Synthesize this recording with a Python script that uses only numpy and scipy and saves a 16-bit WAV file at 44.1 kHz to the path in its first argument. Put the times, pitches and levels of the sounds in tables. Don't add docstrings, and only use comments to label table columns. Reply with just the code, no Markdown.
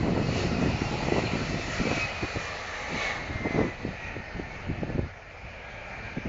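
import sys
import numpy as np
from scipy import signal
from scipy.io import wavfile
from scipy.ndimage import uniform_filter1d

SR = 44100
rng = np.random.default_rng(int(sys.argv[2]) if len(sys.argv) > 2 else 0)


def materialize(psi):
    bounded = np.clip(np.atleast_2d(psi).T, -1, 1)
    quanta = np.round(bounded * 32767).astype(np.int16)
    wavfile.write(sys.argv[1], SR, quanta)


N = 276948
TIME = np.arange(N) / SR

# start_s, bearing (0 nose towards us, 1 side on, 2 tail towards us)
BEARING = [(0, 0), (1.4, -0.54), (2.4, 0.5), (3.0, 1), (3.4, 1.5), (4.0, 1.8), (6.28, 3)]
# start_s, level_db
ROAR_LEVEL = [(0.1, -42.5), (0.6, -39.5), (1.6, -39), (2.3, -39.5), (2.8, -39), (3.35, -40.5), (3.9, -44),
              (4.6, -42.5), (5.25, -48), (5.7, -43.5), (6.2, -42.5)]
# low_db, middle_db, hiss_db
ROAR_BALANCE = [(-2, -1, -4.5), (-2, -1.5, -9), (-2, -3.5, -16)]
CROSSOVER_HZ = (1250, 3200)
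# pitch_hz, relative_db_per_hz
COLOUR_AHEAD = [(170, 5), (290, -7), (550, 5.5), (800, -0.5), (1300, -7), (2000, 0.5), (2600, -1),
                (3300, -15), (4250, -10), (5200, -18.5), (6300, -13), (7400, -29.5)]
COLOUR_SIDE = [(170, -4), (330, -6), (550, 3.5), (850, 0), (1300, -6), (2000, 1.5), (2450, -0.5),
               (3100, -15), (4000, -8.5), (5200, -20), (6300, -15), (7400, -35.5)]
COLOUR_BEHIND = [(170, -14), (300, -17.5), (620, -3.5), (850, -8), (1200, -10.5), (1850, -1.5), (2450, -4),
                 (3250, -18), (4500, -8.5), (5400, -18), (6400, -22.5), (7400, -39)]
# pitch_hz, width_hz, lift_db
RIPPLE_AHEAD = [(685, 180, 5.5), (1120, 220, 1), (1333, 185, 8), (1650, 490, -4.5), (1917, 140, 3.5),
                (2177, 31, -9), (3500, 350, -1.5), (4320, 500, 2), (5500, 240, 1.5), (5900, 180, -4.5)]
RIPPLE_SIDE = [(844, 44, 5.5), (1063, 240, -7.5), (1148, 180, 8.5), (1530, 200, -4.5), (1787, 120, 4),
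               (2450, 62, -2.5), (2480, 120, -3.5), (3260, 160, 1), (3930, 280, 3), (6300, 370, 6.5)]
RIPPLE_BEHIND = [(890, 120, 7), (1005, 400, -8), (1460, 120, 1), (1607, 200, -5.5), (1954, 96, -3.5),
                 (3160, 86, 4), (5770, 400, 1.5), (6510, 800, 10.5)]
# middle_s, length_s, roar_lift_db (before its share), whine_lift_db
SWELLS = [(0.38, 0.18, 5.5, 0), (1.19, 0.14, 1.5, 1), (1.765, 0.1, 5, -3), (1.9, 0.12, 2.5, 2.5),
          (2.005, 0.13, 4, 13.5), (2.44, 0.25, 2.5, 3), (3.045, 0.22, 10.5, 14), (3.585, 0.18, 4.5, 4),
          (4.08, 0.098, 3, 2)]
SWELL_SHARES = (0.51, 0.74, 0.89)

# multiple of the blade-passing pitch, level_db (added to the whine), width_hz
FAN_TONES = [(1, -2.7, 18), (1.002, -11, 48), (.5, -17.5, 16), (2, -27, 49)]
# start_s, level_db
WHINE = [(0, -66), (0.35, -53), (0.55, -55), (0.8, -43), (0.95, -47), (1.05, -55), (1.17, -50), (1.35, -53),
         (1.52, -44.5), (1.75, -50), (1.93, -42), (2.15, -42), (2.28, -38.5), (2.36, -48), (2.47, -43),
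         (2.58, -50), (2.75, -48), (2.87, -52), (3.1, -44), (3.27, -47), (3.42, -36.5), (3.68, -40.5),
         (3.79, -51), (4.03, -46), (4.2, -50), (4.37, -45), (4.55, -58), (5.2, -64), (5.6, -48.5),
         (6.28, -48)]
# start_s, core (steady part over scattered part)
CORE = [(0.8, 3), (1.6, 2.3), (2.0, 3.1), (2.4, 1.9), (3.1, 2.4), (3.5, 2.5), (3.9, 2.2), (4.35, 3),
        (5.6, 2.1)]
# start_s, level_db
SLOW_WHINE = [(0, -55), (0.45, -46.5), (0.8, -46.5), (1.15, -47), (1.65, -57), (1.89, -38), (2.02, -42.5),
              (2.15, -60), (2.75, -57), (3.08, -43.5), (3.3, -54), (3.8, -71)]
SLOW_FAN_RATIO = 0.907
# middle_s, length_s, pitch_hz, width_hz, level_db, core (steady over scattered part)
WHISTLES = [(1.007, 0.39, 838, 110, -40, 0.53), (1.26, 0.022, 4190, 76, -43.5, 0.4),
            (4.056, 0.21, 2450, 170, -46, 0.35), (4.52, 0.054, 2210, 15, -46, 3),
            (6.25, 1.15, 2350, 110, -47.5, 0.2)]
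BLADE_HZ, GLIDE_CENTRE_S, GLIDE_DEPTH, GLIDE_SCALE_S = 2025, 3.617, 0.339, 2.172

# middle_s, length_s, level_db, speed (of the eddies, as a ratio)
BUFFETS = [(0.049, 0.019, -26.5, 0.74), (0.088, 0.015, -24.5, 1.14), (0.122, 0.019, -28, 0.62),
           (0.176, 0.016, -29.5, 1.1), (0.215, 0.027, -27.5, 0.8), (0.294, 0.018, -26.5, 1.07),
           (0.374, 0.046, -30, 1.3), (0.443, 0.031, -27.5, 1), (0.475, 0.017, -28, 0.46),
           (0.528, 0.023, -28.5, 0.72), (0.59, 0.017, -28.5, 0.9), (0.631, 0.03, -25.5, 1.14),
           (0.667, 0.015, -23, 1.17), (0.697, 0.024, -25.5, 0.65), (0.744, 0.014, -26.5, 0.55),
           (0.82, 0.014, -29, 0.74), (0.864, 0.018, -32, 0.54), (0.933, 0.046, -31, 1.1),
           (1.034, 0.052, -31.5, 0.7), (1.085, 0.021, -28, 1.2), (1.13, 0.011, -22, 1.2),
           (1.171, 0.036, -25, 1.45), (1.192, 0.009, -27, 0.75), (1.249, 0.04, -28, 1.05),
           (1.333, 0.01, -26.5, 1.1), (1.36, 0.028, -28, 1.05), (1.42, 0.03, -30, 1),
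           (1.5, 0.017, -30.5, 0.93), (1.546, 0.048, -31.5, 0.99), (1.593, 0.013, -33, 0.89),
           (1.687, 0.016, -34.5, 1.1), (1.809, 0.024, -24.5, 0.67), (1.864, 0.038, -28.5, 1.12),
           (1.917, 0.022, -25, 1.3), (1.974, 0.018, -29, 0.82), (2.054, 0.023, -35, 0.57),
           (2.237, 0.019, -26, 0.83), (2.368, 0.015, -27, 0.7), (2.943, 0.051, -33, 0.79),
           (3.31, 0.03, -33.5, 0.62), (3.359, 0.015, -29.5, 0.49), (3.424, 0.026, -33.5, 0.82),
           (3.463, 0.021, -25, 1.3), (3.555, 0.02, -23.5, 1), (3.584, 0.016, -21.5, 1.6),
           (3.611, 0.02, -23, 1.3), (3.65, 0.053, -28, 1.1), (3.872, 0.063, -33.5, 0.7),
           (4.077, 0.088, -43, 0.31), (4.182, 0.046, -38, 0.65), (4.36, 0.018, -33.5, 0.53),
           (4.401, 0.036, -33, 0.62), (4.705, 0.042, -29, 0.5), (4.794, 0.027, -35, 0.63),
           (4.833, 0.021, -27, 0.76), (4.903, 0.042, -32, 0.81), (4.958, 0.012, -24, 0.62),
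           (4.993, 0.014, -23, 0.97), (5.032, 0.047, -31, 0.53), (5.447, 0.018, -36.5, 0.21),
           (6.05, 0.068, -40.5, 0.37), (6.179, 0.015, -27.5, 0.7), (6.267, 0.018, -27.5, 0.8)]
# pitch_hz, relative_db_per_hz
BUFFET_COLOUR = [(15, -17.5), (40, -14.5), (85, -1), (200, 0), (350, -3.5), (550, -13), (850, -24.5),
                 (1400, -44.5), (3000, -54), (7000, -70)]
# start_s, level_db
BREEZE = [(0.0, -26.5), (0.3, -29), (0.7, -30), (0.78, -35), (1.5, -35.5), (2.05, -41), (2.7, -50),
          (3.2, -40.5), (4.0, -45.5), (4.95, -41.5), (5.22, -59), (5.45, -52), (5.9, -46.5), (6.28, -46)]
# pitch_hz, relative_db_per_hz
BREEZE_COLOUR = [(15, -10.5), (40, -11), (85, -0.5), (200, 0), (330, -6), (550, -10.5), (850, -16.5),
                 (1400, -36.5), (3000, -52), (7000, -65)]
WIND_DB_PER_OCTAVE = 14
# middle_s, peak_db, pitch_hz
THUMPS = [(0.821, -18.5, 260), (1.086, -17.5, 500), (1.122, -14.5, 380), (1.183, -16, 500),
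          (1.193, -16.5, 570), (1.875, -21, 486), (2.362, -21.5, 380), (3.308, -27, 221), (3.509, -22, 237),
          (3.565, -22.5, 221), (3.593, -16, 500), (3.616, -12.5, 284), (3.852, -19.5, 316),
          (3.879, -26, 404), (4.167, -24, 334), (4.398, -23.5, 300), (4.702, -22.5, 221),
          (4.834, -21.5, 410), (4.902, -24, 447), (4.982, -23, 398), (4.996, -27, 450)]
THUMP_CYCLES = 0.42

# pitch_hz, relative_db_per_hz
RUMBLE = [(20, -11.5), (55, 6.5), (92, 7.5), (140, -12.5), (220, -17.5), (400, -29.5), (900, -49.5)]
RUMBLE_DB = -50
CUTOFF_HZ = 7450


def roar(swell_db, flutter_db=0.41, patchy_db=1.73):
    level_db, = in_time(ROAR_LEVEL)
    bearing = np.clip(in_time(BEARING)[0], 0, 2)
    sides = [(COLOUR_AHEAD, RIPPLE_AHEAD), (COLOUR_SIDE, RIPPLE_SIDE), (COLOUR_BEHIND, RIPPLE_BEHIND)]
    out = 0
    for k, (colour, ripple) in enumerate(sides):
        share = np.maximum(1 - np.abs(bearing - k), 0)
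        levels_db = [level_db + part_db + swell_share * swell_db
                     for part_db, swell_share in zip(ROAR_BALANCE[k], SWELL_SHARES)]
        out = out + np.sqrt(share) * exhaust(colour, ripple, levels_db, patchy_db)
    return out * from_db(flutter_db * drift(6.3))


def exhaust(colour, ripple, levels_db, patchy_db):
    hz, width, bands = noise_bands(np.geomspace(150, 8200, 29))
    rest = 0
    for f, w, band in zip(hz, width, bands):
        band_db = at_hz(colour, f) + patchy_db * drift(4.84)
        rest = rest + from_db(band_db) * np.sqrt(w) * band
    for peak_hz, width_hz, lift_db in ripple:
        rest = peak_filter(rest, peak_hz, width_hz, lift_db)
    parts = []
    for edge_hz in CROSSOVER_HZ:
        low, rest = [signal.sosfilt(signal.butter(5, edge_hz, kind, fs=SR, output="sos"), rest)
                     for kind in ("low", "high")]
        parts.append(low)
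    parts.append(rest)
    return sum(from_db(db) * rms_one(part) for db, part in zip(levels_db, parts))


def peak_filter(x, hz, width_hz, db):
    w, a = 2 * np.pi * hz / SR, from_db(db / 2)
    half = np.sin(w) * width_hz / (2 * hz)
    top = [1 + half * a, -2 * np.cos(w), 1 - half * a]
    bottom = [1 + half / a, -2 * np.cos(w), 1 - half / a]
    return signal.lfilter(top, bottom, x)


def fans(swell_db, flutter_db=0.5):
    past_s = TIME - GLIDE_CENTRE_S
    blade_hz = BLADE_HZ / (1 + GLIDE_DEPTH * past_s / np.hypot(past_s, GLIDE_SCALE_S))
    whine_db = in_time(WHINE)[0] + swell_db + flutter_db * drift(10.0)
    core, = in_time(CORE)
    whine = sum(blade_tone(multiple * blade_hz, whine_db + db, width_hz, core)
                for multiple, db, width_hz in FAN_TONES)
    slow_db, = in_time(SLOW_WHINE)
    slower = blade_tone(SLOW_FAN_RATIO * blade_hz, slow_db, width_hz=46, steady=0.29)
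    return whine + slower + whistles()


def whistles():
    out = 0
    for s, length, hz, width_hz, db, steady in WHISTLES:
        out = out + np.sqrt(bump(s, length)) * blade_tone(hz, db, width_hz, steady)
    return out


def blade_tone(hz, db, width_hz, steady, waver=0.00186):
    phase = 2 * np.pi * np.cumsum(hz * (1 + waver * drift(17.0))) / SR
    tone = (steady + drift(width_hz)) * np.sin(phase) + drift(width_hz) * np.cos(phase)
    return from_db(db) * rms_one(tone)


def swells():
    return sum(np.outer([roar_db, whine_db], bump(s, length)) for s, length, roar_db, whine_db in SWELLS)


def buffets():
    powers = [from_db(db) ** 2 * bump(s, length, edge=2.08) + 1e-14 for s, length, db, _ in BUFFETS]
    power = sum(powers)
    speed = sum(p * row[-1] for p, row in zip(powers, BUFFETS)) / power
    return eddies(power, speed, BUFFET_COLOUR, lumpy_db=2.5, eddy_rate=142)


def thumps():
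    out = 0
    for (s, db, hz), sign in zip(THUMPS, rng.choice([-1, 1], len(THUMPS))):
        cycles = (TIME - s) * hz
        pulse = np.sin(2 * np.pi * cycles) / (1 + (cycles / THUMP_CYCLES) ** 2) ** 2
        out = out + sign * from_db(db) * pulse / pulse.max()
    return out


def breeze(gustiness_db=0.73, reference_db=-27.0):
    flow_db = in_time(BREEZE)[0] + gustiness_db * drift(12)
    speed = 2 ** ((flow_db - reference_db) / WIND_DB_PER_OCTAVE)
    return eddies(from_db(flow_db) ** 2, speed, BREEZE_COLOUR, lumpy_db=2.5, eddy_rate=91)


def eddies(power, speed, colour, lumpy_db, eddy_rate):
    lumps_db = lumpy_db * drift(eddy_rate)
    speed = speed * 2 ** (lumps_db / 2 / WIND_DB_PER_OCTAVE)
    hz, width, bands = noise_bands(np.geomspace(16, 6000, 18))
    swirl = 0
    for f, w, band in zip(hz, width, bands):
        swirl = swirl + from_db(at_hz(colour, f / speed)) * np.sqrt(w / speed) * band
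    swirl = swirl * from_db(lumps_db)
    local_power = uniform_filter1d(swirl ** 2, size=SR // 45)
    return np.sqrt(power) * swirl / np.sqrt(local_power + 1e-12)


def airfield():
    hz, width, bands = noise_bands(np.geomspace(18, 900, 10))
    rumble = sum(from_db(at_hz(RUMBLE, f)) * np.sqrt(w) * band for f, w, band in zip(hz, width, bands))
    return from_db(RUMBLE_DB) * rms_one(rumble)


def from_db(db):
    return 10 ** (np.asarray(db) / 20)


def rms_one(x):
    return x / np.sqrt(np.mean(x ** 2) + 1e-20)


def in_time(rows):
    s, *columns = np.transpose(rows)
    return [np.interp(TIME, s, c) for c in columns]


def at_hz(points, hz):
    points = np.array(points)
    return np.interp(np.log(hz), np.log(points[:, 0]), points[:, 1])


def drift(rate):
    r = np.exp(-80 * np.pi * rate / SR)
    slow = signal.lfilter([1], [1, -2 * r, r * r], rng.standard_normal(N // 40 + 2002))[2000:]
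    return np.interp(np.arange(N) / 40, np.arange(len(slow)), rms_one(slow))


def noise_bands(edges):
    white = rng.standard_normal((2, N + SR // 2))
    bands = []
    for k, pair in enumerate(zip(edges, edges[1:])):
        band_filter = signal.butter(2, pair, "band", fs=SR, output="sos")
        bands.append(rms_one(signal.sosfilt(band_filter, white[k % 2])[-N:]))
    return np.sqrt(edges[1:] * edges[:-1]), np.diff(edges), bands


def bump(s, length, edge=2):
    return np.exp(-np.pi / 4 * np.abs(2 * (TIME - s) / length) ** edge)


def scene():
    roar_swell_db, whine_swell_db = swells()
    airliner = roar(roar_swell_db) + fans(whine_swell_db)
    wind = buffets() + thumps() + breeze()
    return (airliner + wind + airfield())[None]


def record(dry):
    return signal.sosfilt(signal.ellip(12, .2, 80, CUTOFF_HZ, fs=SR, output="sos"), dry)


dry = scene()
out = record(dry)
materialize(out)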